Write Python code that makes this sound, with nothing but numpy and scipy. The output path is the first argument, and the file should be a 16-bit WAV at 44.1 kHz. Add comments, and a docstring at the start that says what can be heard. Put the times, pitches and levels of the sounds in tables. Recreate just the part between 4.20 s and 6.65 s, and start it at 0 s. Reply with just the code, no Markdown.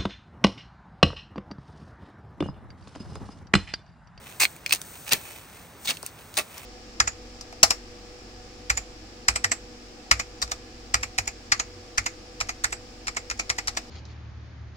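"""In a forest, close to the microphone, a machete strips the husk from a standing bamboo shoot.
Five strokes tear fibres as trains of tiny fractures; single ribs snap and ring the hollow sheath's modes.
The shoot answers with filtered-noise thuds, two-note knocks and falling chirps of bending waves.
Scrapes, dull bumps and rustling husks are shaped noise and crackle, over a low rumble and a thin hiss.
Random decaying tails give the echoes, and two microphone ports hear them with unlike phase and level."""
import sys
import numpy as np
from scipy import signal
from scipy.fft import rfft, irfft, next_fast_len
from scipy.io import wavfile

SR = 44100
rng = np.random.default_rng(int(sys.argv[2]) if len(sys.argv) > 2 else 0)


def master_out(mix):
    """Clip the mix to full scale and print it as 16-bit PCM to the path in sys.argv[1]."""
    frames = np.transpose(np.atleast_2d(mix))
    ceiling = np.clip(frames, -1, 1)
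    pcm = np.round(ceiling * 32767).astype(np.int16)
    wavfile.write(sys.argv[1], SR, pcm)


N = 108045
T = np.arange(N) / SR  # time [s]


def amp(db):
    """Logarithmic level: decibels become a gain."""
    return 10 ** (np.asarray(db) / 20)


def unit(x):
    """Power normalisation: scales to rms 1."""
    return x / np.sqrt(np.mean(x ** 2) + 1e-20)


def read(points, hz):
    """Logarithmic frequency scale: interpolates a table along it."""
    f, value = np.transpose(points)
    return np.interp(np.log(hz + 1), np.log(f + 1), value)


def add(mix, s, sound):
    """Superposition: mixes a sound in at a time."""
    part = mix[max(round(s * SR), 0):][:len(sound)]
    part += sound[:len(part)]


def colour(x, points, treble_db=0, size=2048):
    """Minimum-phase filtering: a causal filter of unit energy with the given spectrum and a treble tilt."""
    hz = np.fft.rfftfreq(size, 1 / SR)
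    tilt = read([(1500, -0.22), (3500, -0.86), (8000, 0.69)], hz)  # (frequency [Hz], share of treble_db)
    db = read(points, hz) + treble_db * tilt
    log_gain = np.log(amp(np.r_[db, db[-2:0:-1]]))
    # The phase follows from the log gain by a Hilbert transform.
    taps = np.fft.ifft(np.exp(np.conj(signal.hilbert(log_gain)))).real
    return signal.fftconvolve(x, taps / np.linalg.norm(taps))[:len(x)]


def crackle(per_s, spread_db, size):
    """Shot noise: random tiny fractures of uneven strength, rms 1."""
    hit = rng.random(size) < per_s / SR
    strength = amp(spread_db * np.minimum(rng.standard_normal(size), 2))
    sign = rng.choice([-1, 1], size)
    return unit(hit * sign * strength)


BUNDLE_S, BUNDLE_DB = .0015, 3  # spacing and spread of the surges: fibres give way in bundles


def bundles(size):
    """Amplitude modulation: quick random surges of gain, rms 1."""
    knots = np.clip(rng.standard_normal(size), -2, 2)
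    surge = np.interp(T[:size] / BUNDLE_S, np.arange(size), knots)
    return unit(amp(BUNDLE_DB * surge))


def swells(rows):
    """Gaussian envelopes: the sum of bell-shaped movements."""
    return sum(amp(db) * np.exp(-.5 * ((T - s) / width) ** 2) for s, width, db in rows)


# Spectrum of the low outdoor rumble: (frequency [Hz], relative level [dB])
RUMBLE_SPECTRUM = [(18, -22), (32, -16), (55, -2.5), (119, -1.5), (215, -7), (1490, -13), (3200, -19.5),
                   (9000, -30), (15500, -41.5)]
RUMBLE_DB = -49.5
# Spectrum of the thin hiss: (frequency [Hz], relative level [dB])
HISS_SPECTRUM = [(1000, -17), (3000, 4), (5000, 1.5), (8300, 11.5), (10500, 3), (15500, 9)]
# Swelling of the hiss: (time [s], level [dB])
HISS_SWELL = [(0, -54.5), (.07, -53.5), (.16, -49), (.3, -46.5), (.42, -56.5), (.65, -45), (1.1, -45),
              (1.25, -52.5), (1.45, -52), (1.56, -56.5), (1.64, -45.5), (1.94, -54.5), (2.08, -52),
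              (2.45, -50)]


def wash():
    """Broadband noise: a hiss of dense crackle that swells and sinks, plus a steady rumble."""
    hiss = colour(crackle(14000, 5.1, size=N), HISS_SPECTRUM)
    hiss = hiss * amp(np.interp(T, *np.transpose(HISS_SWELL)))
    rumble = colour(rng.standard_normal(N), RUMBLE_SPECTRUM)
    return hiss + amp(RUMBLE_DB) * rumble


def air(apart_db=-9):
    """Partial coherence: a wash common to both sides, plus a weaker one of its own on each."""
    return wash() + amp(apart_db) * np.array([wash(), wash()])


# Husks shifting on the ground: (middle time [s], half length [s], level [dB])
HUSK_SHIFTS = [(.09, 0.042, -47), (.76, 0.019, -48.5), (.885, 0.015, -37), (1.08, 0.1, -45.5),
               (1.36, 0.059, -51), (2.0, 0.017, -48), (2.39, 0.074, -46.5)]
# Spectrum of the dry litter: (frequency [Hz], relative level [dB])
LITTER_SPECTRUM = [(150, -40), (600, 4.5), (1700, -1.5), (2600, 5), (4500, -4.5), (9000, -2.5), (15500, -6)]


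def rustles():
    """Friction of loose husks: sparse, bundled crackle under bell-shaped swells."""
    fractures = crackle(1000, 3.8, size=N) * bundles(size=N)
    return colour(fractures * swells(HUSK_SHIFTS), LITTER_SPECTRUM)


# Main pitch of the sheath, which changes from strip to strip: (time [s], pitch [Hz])
SHEATH_NOTES = [(.21, 2630), (.253, 2353), (.48, 2440), (.527, 2555), (.93, 2786), (1.68, 3540),
                (1.71, 2710), (2.18, 2730)]


def sheath_pitch(s):
    """Resonance tuning: the main pitch of the sheath at a time."""
    return np.interp(s, *np.transpose(SHEATH_NOTES))


# Modes of the hollow sheath: (multiple of its main pitch, relative level [dB], t60 [s])
SHEATH_MODES = [(.68, -24, 0.017), (1.002, 5.5, 0.013), (1.74, -3.5, 0.013), (2.06, -8.5, 0.015)]
SHEATH_LOW_HZ = 1580  # the sheath radiates little below this


def ring(x, pitch_hz):
    """Modal resonance: the sheath rings briefly at a given pitch, too small to radiate bass."""
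    t = T[:SR // 20]
    body = 0
    for ratio, db, t60 in SHEATH_MODES:
        body = body + amp(db - 60 * t / t60) * np.sin(2 * np.pi * ratio * pitch_hz * t)
    body = signal.lfilter(*signal.butter(2, SHEATH_LOW_HZ, "high", fs=SR), body)
    return signal.fftconvolve(x, body / np.linalg.norm(body))[:len(x)]


def splinters(fibres, pitch_hz, spread, count=7):
    """Detuned resonators: each fibre rings one of several strips, pitched around the main note."""
    strip = rng.integers(0, count, len(fibres))
    out = 0
    for k, step in enumerate(np.linspace(-1, 1, count)):
        out = out + ring(fibres * (strip == k), pitch_hz * (1 + spread * step))
    return out


SAG_DB_PER_S = 127  # easing of the force during the hold


def stroke(t, rise, hold, t60):
    """Force envelope: the blade bites, eases as it travels, and lets go."""
    bite = np.minimum(t / rise, 1)
    sag_db = -SAG_DB_PER_S * np.clip(t - rise, 0, hold)
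    release_db = -60 * np.maximum(t - rise - hold, 0) / t60
    return bite * amp(sag_db + release_db)


FIBRES_PER_S, FIBRE_SPREAD_DB = 5500, 2.5
THUD_LAG_S, THUD_T60_S = .007, 0.1
KNOCK_WIDTH_HZ = 160  # bandwidth of the knock, which sets its decay
OVERTONE_RATIO, OVERTONE_DB = 1.81, -1  # second mode of the knock
# Spectrum of torn fibre: (frequency [Hz], relative level [dB])
FIBRE_SPECTRUM = [(60, -27.5), (500, -10), (900, -3), (1700, -5.5), (3700, 1), (5200, 0.5), (8300, 3),
                  (11000, -5.5), (15500, -4)]
# Spectrum of dull blows: (frequency [Hz], relative level [dB])
THUD_SPECTRUM = [(40, 7), (120, 6.5), (300, 5), (520, 4.5), (1000, -6.5), (2000, 8.5), (5000, -5.5)]
# Knife strokes: (start time [s], rise [s], hold [s], fade t60 [s], tear level [dB],
# treble tilt [dB], sheath ring level [dB], ring pitch spread [fraction], thud level [dB],
# thud low edge [Hz], knock pitch [Hz], knock level [dB])
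STROKES = [(0.198, 0.005, 0.039, 0.065, -17.5, 0.5, -22, 0.08, -46, 610, 800, -43),
           (0.522, 0.0037, 0.0033, 0.043, -20.5, -7, -23, 0, -35.5, 296, 1550, -47),
           (0.907, 0.014, 0.0043, 0.051, -22, -7, -28, 0, -23, 98, 546, -36.5),
           (1.667, 0.017, 0.027, 0.043, -28, -2, -27, 0.33, -34, 111, 660, -44),
           (2.169, 0.002, 0.012, 0.11, -22.5, -3, -30.5, .1, -29, 300, 638, -29)]


def cuts():
    """Fracture and forced vibration: fibres tear in bundles; the shoot thuds and knocks on two notes."""
    out, t = np.zeros(N), T[:SR // 4]
    for (s, rise, hold, t60, tear_db, treble_db, ring_db, spread,
         thud_db, edge_hz, knock_hz, knock_db) in STROKES:
        fibres = crackle(FIBRES_PER_S, FIBRE_SPREAD_DB, size=len(t)) * bundles(size=len(t))
        fibres = fibres * stroke(t, rise, hold, t60)
        tear = colour(fibres, FIBRE_SPECTRUM, treble_db)
        ringing = splinters(fibres, sheath_pitch(s + rise), spread)
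        add(out, s, amp(tear_db) * tear + amp(ring_db) * ringing)

        push = rng.standard_normal(len(t)) * stroke(t, rise, hold, THUD_T60_S)
        thud = colour(push, THUD_SPECTRUM)
        thud = signal.lfilter(*signal.butter(2, edge_hz, "high", fs=SR), thud)
        turns = 2 * np.pi * knock_hz * t
        notes = np.cos(turns) + amp(OVERTONE_DB) * np.cos(OVERTONE_RATIO * turns)
        modes = np.exp(-np.pi * KNOCK_WIDTH_HZ * t) * notes
        knock = signal.fftconvolve(push, modes / np.linalg.norm(modes))[:len(t)]
        add(out, s + THUD_LAG_S, amp(thud_db) * thud + amp(knock_db) * knock)
    return out


SPLIT_S, SNAP_S = 0.00028, 0.0023  # build-up of a rib's splitting; span over which its level counts
# Spectrum of a breaking rib: (frequency [Hz], relative level [dB])
CRACK_SPECTRUM = [(100, -71), (1000, -11), (1900, -8.5), (8300, 2.5), (15500, -3)]
# Single ribs breaking: (time [s], crack level [dB], treble tilt [dB], sheath ring level [dB])
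RIB_BREAKS = [(0.2024, -14.5, 19, -46), (0.2334, -15.5, -21, -15.5), (0.2527, -15.5, -14, -16),
              (0.3639, -42, 2, -46), (0.4623, -24.5, -8, -22), (.4775, -41, 2, -39), (0.4947, -29, -8, -31),
              (0.5089, -33, -23, -21.5), (0.5234, -15, -1, -14.5), (0.5272, -9.5, -5, -17.5),
              (0.5354, -15.5, 1, -32), (0.5488, -24, -2, -45), (0.5596, -30, -1, -56),
              (0.6162, -28.5, -3.5, -64), (0.9217, -17.5, -3, -15.5), (0.925, -20, 5, -18),
              (0.9328, -6.5, -4.5, -48), (1.6744, -28, 3, -23), (1.691, -29, -1, -24.5),
              (1.7032, -25, 0, -40), (1.7061, -28, -9, -19.5), (1.7706, -34.5, -8.5, -38),
              (1.8289, -30.5, 0, -52), (1.8637, -26, 3, -39.5), (2.1412, -37, -7, -45),
              (2.174, -31, -12, -37), (2.1763, -15.5, -5.5, -33), (2.1871, -20, 2, -31),
              (2.38, -34, -4, -59)]


def snaps():
    """Impulsive excitation: a rib splits in about a millisecond and kicks the sheath."""
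    out, t = np.zeros(N), T[:SR // 16]
    kick = 1. * (t == 0)
    for s, crack_db, treble_db, ring_db in RIB_BREAKS:
        split = rng.choice([-1, 1], len(t)) * np.sqrt(t) * np.exp(-t / (2 * SPLIT_S))
        crack = colour(split / np.linalg.norm(split), CRACK_SPECTRUM, treble_db)
        snap = amp(crack_db) * crack + amp(ring_db) * ring(kick, sheath_pitch(s))
        add(out, s, np.sqrt(SNAP_S * SR) * snap)  # from unit energy to rms over the span
    return out


BEND_TOP_HZ, BEND_TRAVEL_S, BEND_SWELL_S = 1950, 0.0044, 0.002
# Breaks that flex the whole shoot: (time [s], peak level [dB])
FLEXES = [(.2335, -27), (.535, -31.5), (1.831, -33.5)]


def bends():
    """Dispersion: short bending waves travel fastest, so the thump arrives as a falling chirp."""
    out, t = np.zeros(N), T[:SR // 32]
    hz = BEND_TOP_HZ / (1 + t / BEND_TRAVEL_S) ** 2
    swell = t / BEND_SWELL_S * np.exp(1 - t / BEND_SWELL_S)
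    wave = np.sin(2 * np.pi * np.cumsum(hz) / SR) * swell
    for s, db in FLEXES:
        add(out, s, amp(db) * wave)
    return out


# The blade sliding on the husk: (middle time [s], half length [s], level [dB])
BLADE_SLIDES = [(.505, 0.0094, -37.5), (.556, 0.014, -38), (.893, 0.0016, -30), (.958, 0.015, -38.5),
                (1.657, 0.0058, -31.5), (1.73, 0.028, -43.5), (1.865, 0.023, -45.5), (2.16, 0.01, -43.5)]


def scrapes():
    """Sliding friction: dense crackle in the colour of fibre, under bell-shaped swells."""
    return colour(crackle(6000, 2.8, size=N) * swells(BLADE_SLIDES), FIBRE_SPECTRUM, treble_db=-1.5)


# The blade or a piece of husk reaching the ground: (time [s], level [dB], t60 [s])
GROUND_BUMPS = [(0.932, -35.5, 0.23), (2.189, -36, 0.11)]


def drops():
    """Damped impact: each dull bump is noise with an exponential decay."""
    out, t = np.zeros(N), T[:SR // 8]
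    for s, db, t60 in GROUND_BUMPS:
        add(out, s, colour(rng.standard_normal(len(t)) * amp(db - 60 * t / t60), THUD_SPECTRUM))
    return out


SCATTER_DB, SCATTER_S = -11, .0005  # how unlike the two sides are, and how fast that changes


def scatter(x):
    """Source extent: each fibre breaks at its own spot and favours one side or the other."""
    side = unit(np.interp(T / SCATTER_S, np.arange(N), rng.standard_normal(N)))
    return x * (1 + amp(SCATTER_DB) * side * np.array([[1], [-1]]))


def echoes(x, t60_points, delay_s):
    """Diffuse reverberation: scattered reflections, different on each side, with t60 set by frequency."""
    hz, t, z = signal.stft(rng.standard_normal((2, SR // 2)), SR, nperseg=128)
    decay = amp(-60 * t / read(t60_points, hz)[:, None])
    tail = signal.istft(z * decay, SR)[1]
    tail *= np.arange(tail.shape[1]) > delay_s * SR  # silent until the first reflection
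    tail /= np.linalg.norm(tail, axis=1, keepdims=True)
    return signal.fftconvolve(x, tail, axes=1)[:, :N]


NEAR_DB, NEAR_T60_S = -7.5, 0.049
BLADE_MOVES_S = .3  # time from one reflection pattern to the next


def near_echoes(x, count=4):
    """Early reflection off arm and ground: patterns cross-fade in a cycle as the blade moves."""
    out = 0
    for k in range(count):
        away = abs((T / BLADE_MOVES_S - k + count / 2) % count - count / 2)
        share = np.cos(np.pi / 2 * np.minimum(away, 1))
        out = out + echoes(x * share, [(20, NEAR_T60_S), (SR / 2, NEAR_T60_S)], delay_s=.0004)
    return out


NOTCH_HZ, NOTCH_WIDTH_HZ, NOTCH_DB = 11175, 517, -28.5  # treble notch of the microphone
# Phase between the two ports: (frequency [Hz], lead of the left [rad])
PORT_LEAD = [(20, 0), (2250, 0), (2950, 2.1), (3300, 1.9), (4200, .4), (5500, .6), (6600, 0), (7350, -2.9),
             (8100, -1), (9100, -.6), (11250, -np.pi), (12200, -3.4), (13300, -5.5), (14200, -2 * np.pi)]
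# Level between the two ports: (frequency [Hz], left minus right [dB])
PORT_TILT = [(600, -.4), (1300, -2), (2000, -1.5), (2650, -6), (3500, 3.5), (4900, 1), (5500, 4),
             (6600, .5), (7900, 4), (8900, -1), (11000, 0)]


def microphone(x):
    """Interchannel phase and level difference: two ports hear one sound and share a treble notch."""
    size = next_fast_len(N + SR // 8)
    hz = np.fft.rfftfreq(size, 1 / SR)
    phase, tilt = read(PORT_LEAD, hz), amp(read(PORT_TILT, hz))
    # The pair's summed power stays the same at every frequency.
    pair = np.array([tilt, np.exp(-1j * phase)]) * np.sqrt(2 / (1 + tilt ** 2))
    notch = amp(NOTCH_DB * np.exp(-((hz - NOTCH_HZ) / NOTCH_WIDTH_HZ) ** 2))
    return irfft(rfft(x, size) * pair * notch, size)[:, :N]


FOREST_DB = -28
# Reverberation of the forest: (frequency [Hz], t60 [s])
FOREST_DECAY = [(200, 1), (2500, 0.085), (15000, 0.17)]


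def scene():
    """Direct and reflected sound: the work at the shoot, thrown back by the ground and stems around it."""
    work = (cuts() + snaps() + bends() + scrapes() + drops() + rustles())[None]
    near = amp(NEAR_DB) * near_echoes(work)
    far = amp(FOREST_DB) * echoes(work, FOREST_DECAY, delay_s=0.019)
    return microphone(scatter(work) + near + far + air())


CEILING, EDGE_HZ = .85, 15850  # full-scale fraction the peaks approach; top of the band


def record(dry):
    """Soft saturation and band limiting: the recorder rounds off the highest peaks and cuts the top."""
    rounded = CEILING * np.tanh(dry / CEILING)
    lowpass = signal.firwin(255, EDGE_HZ, window=("kaiser", 9), fs=SR)
    return signal.oaconvolve(rounded, lowpass[None], "same")


dry = scene()
out = record(dry)
master_out(out)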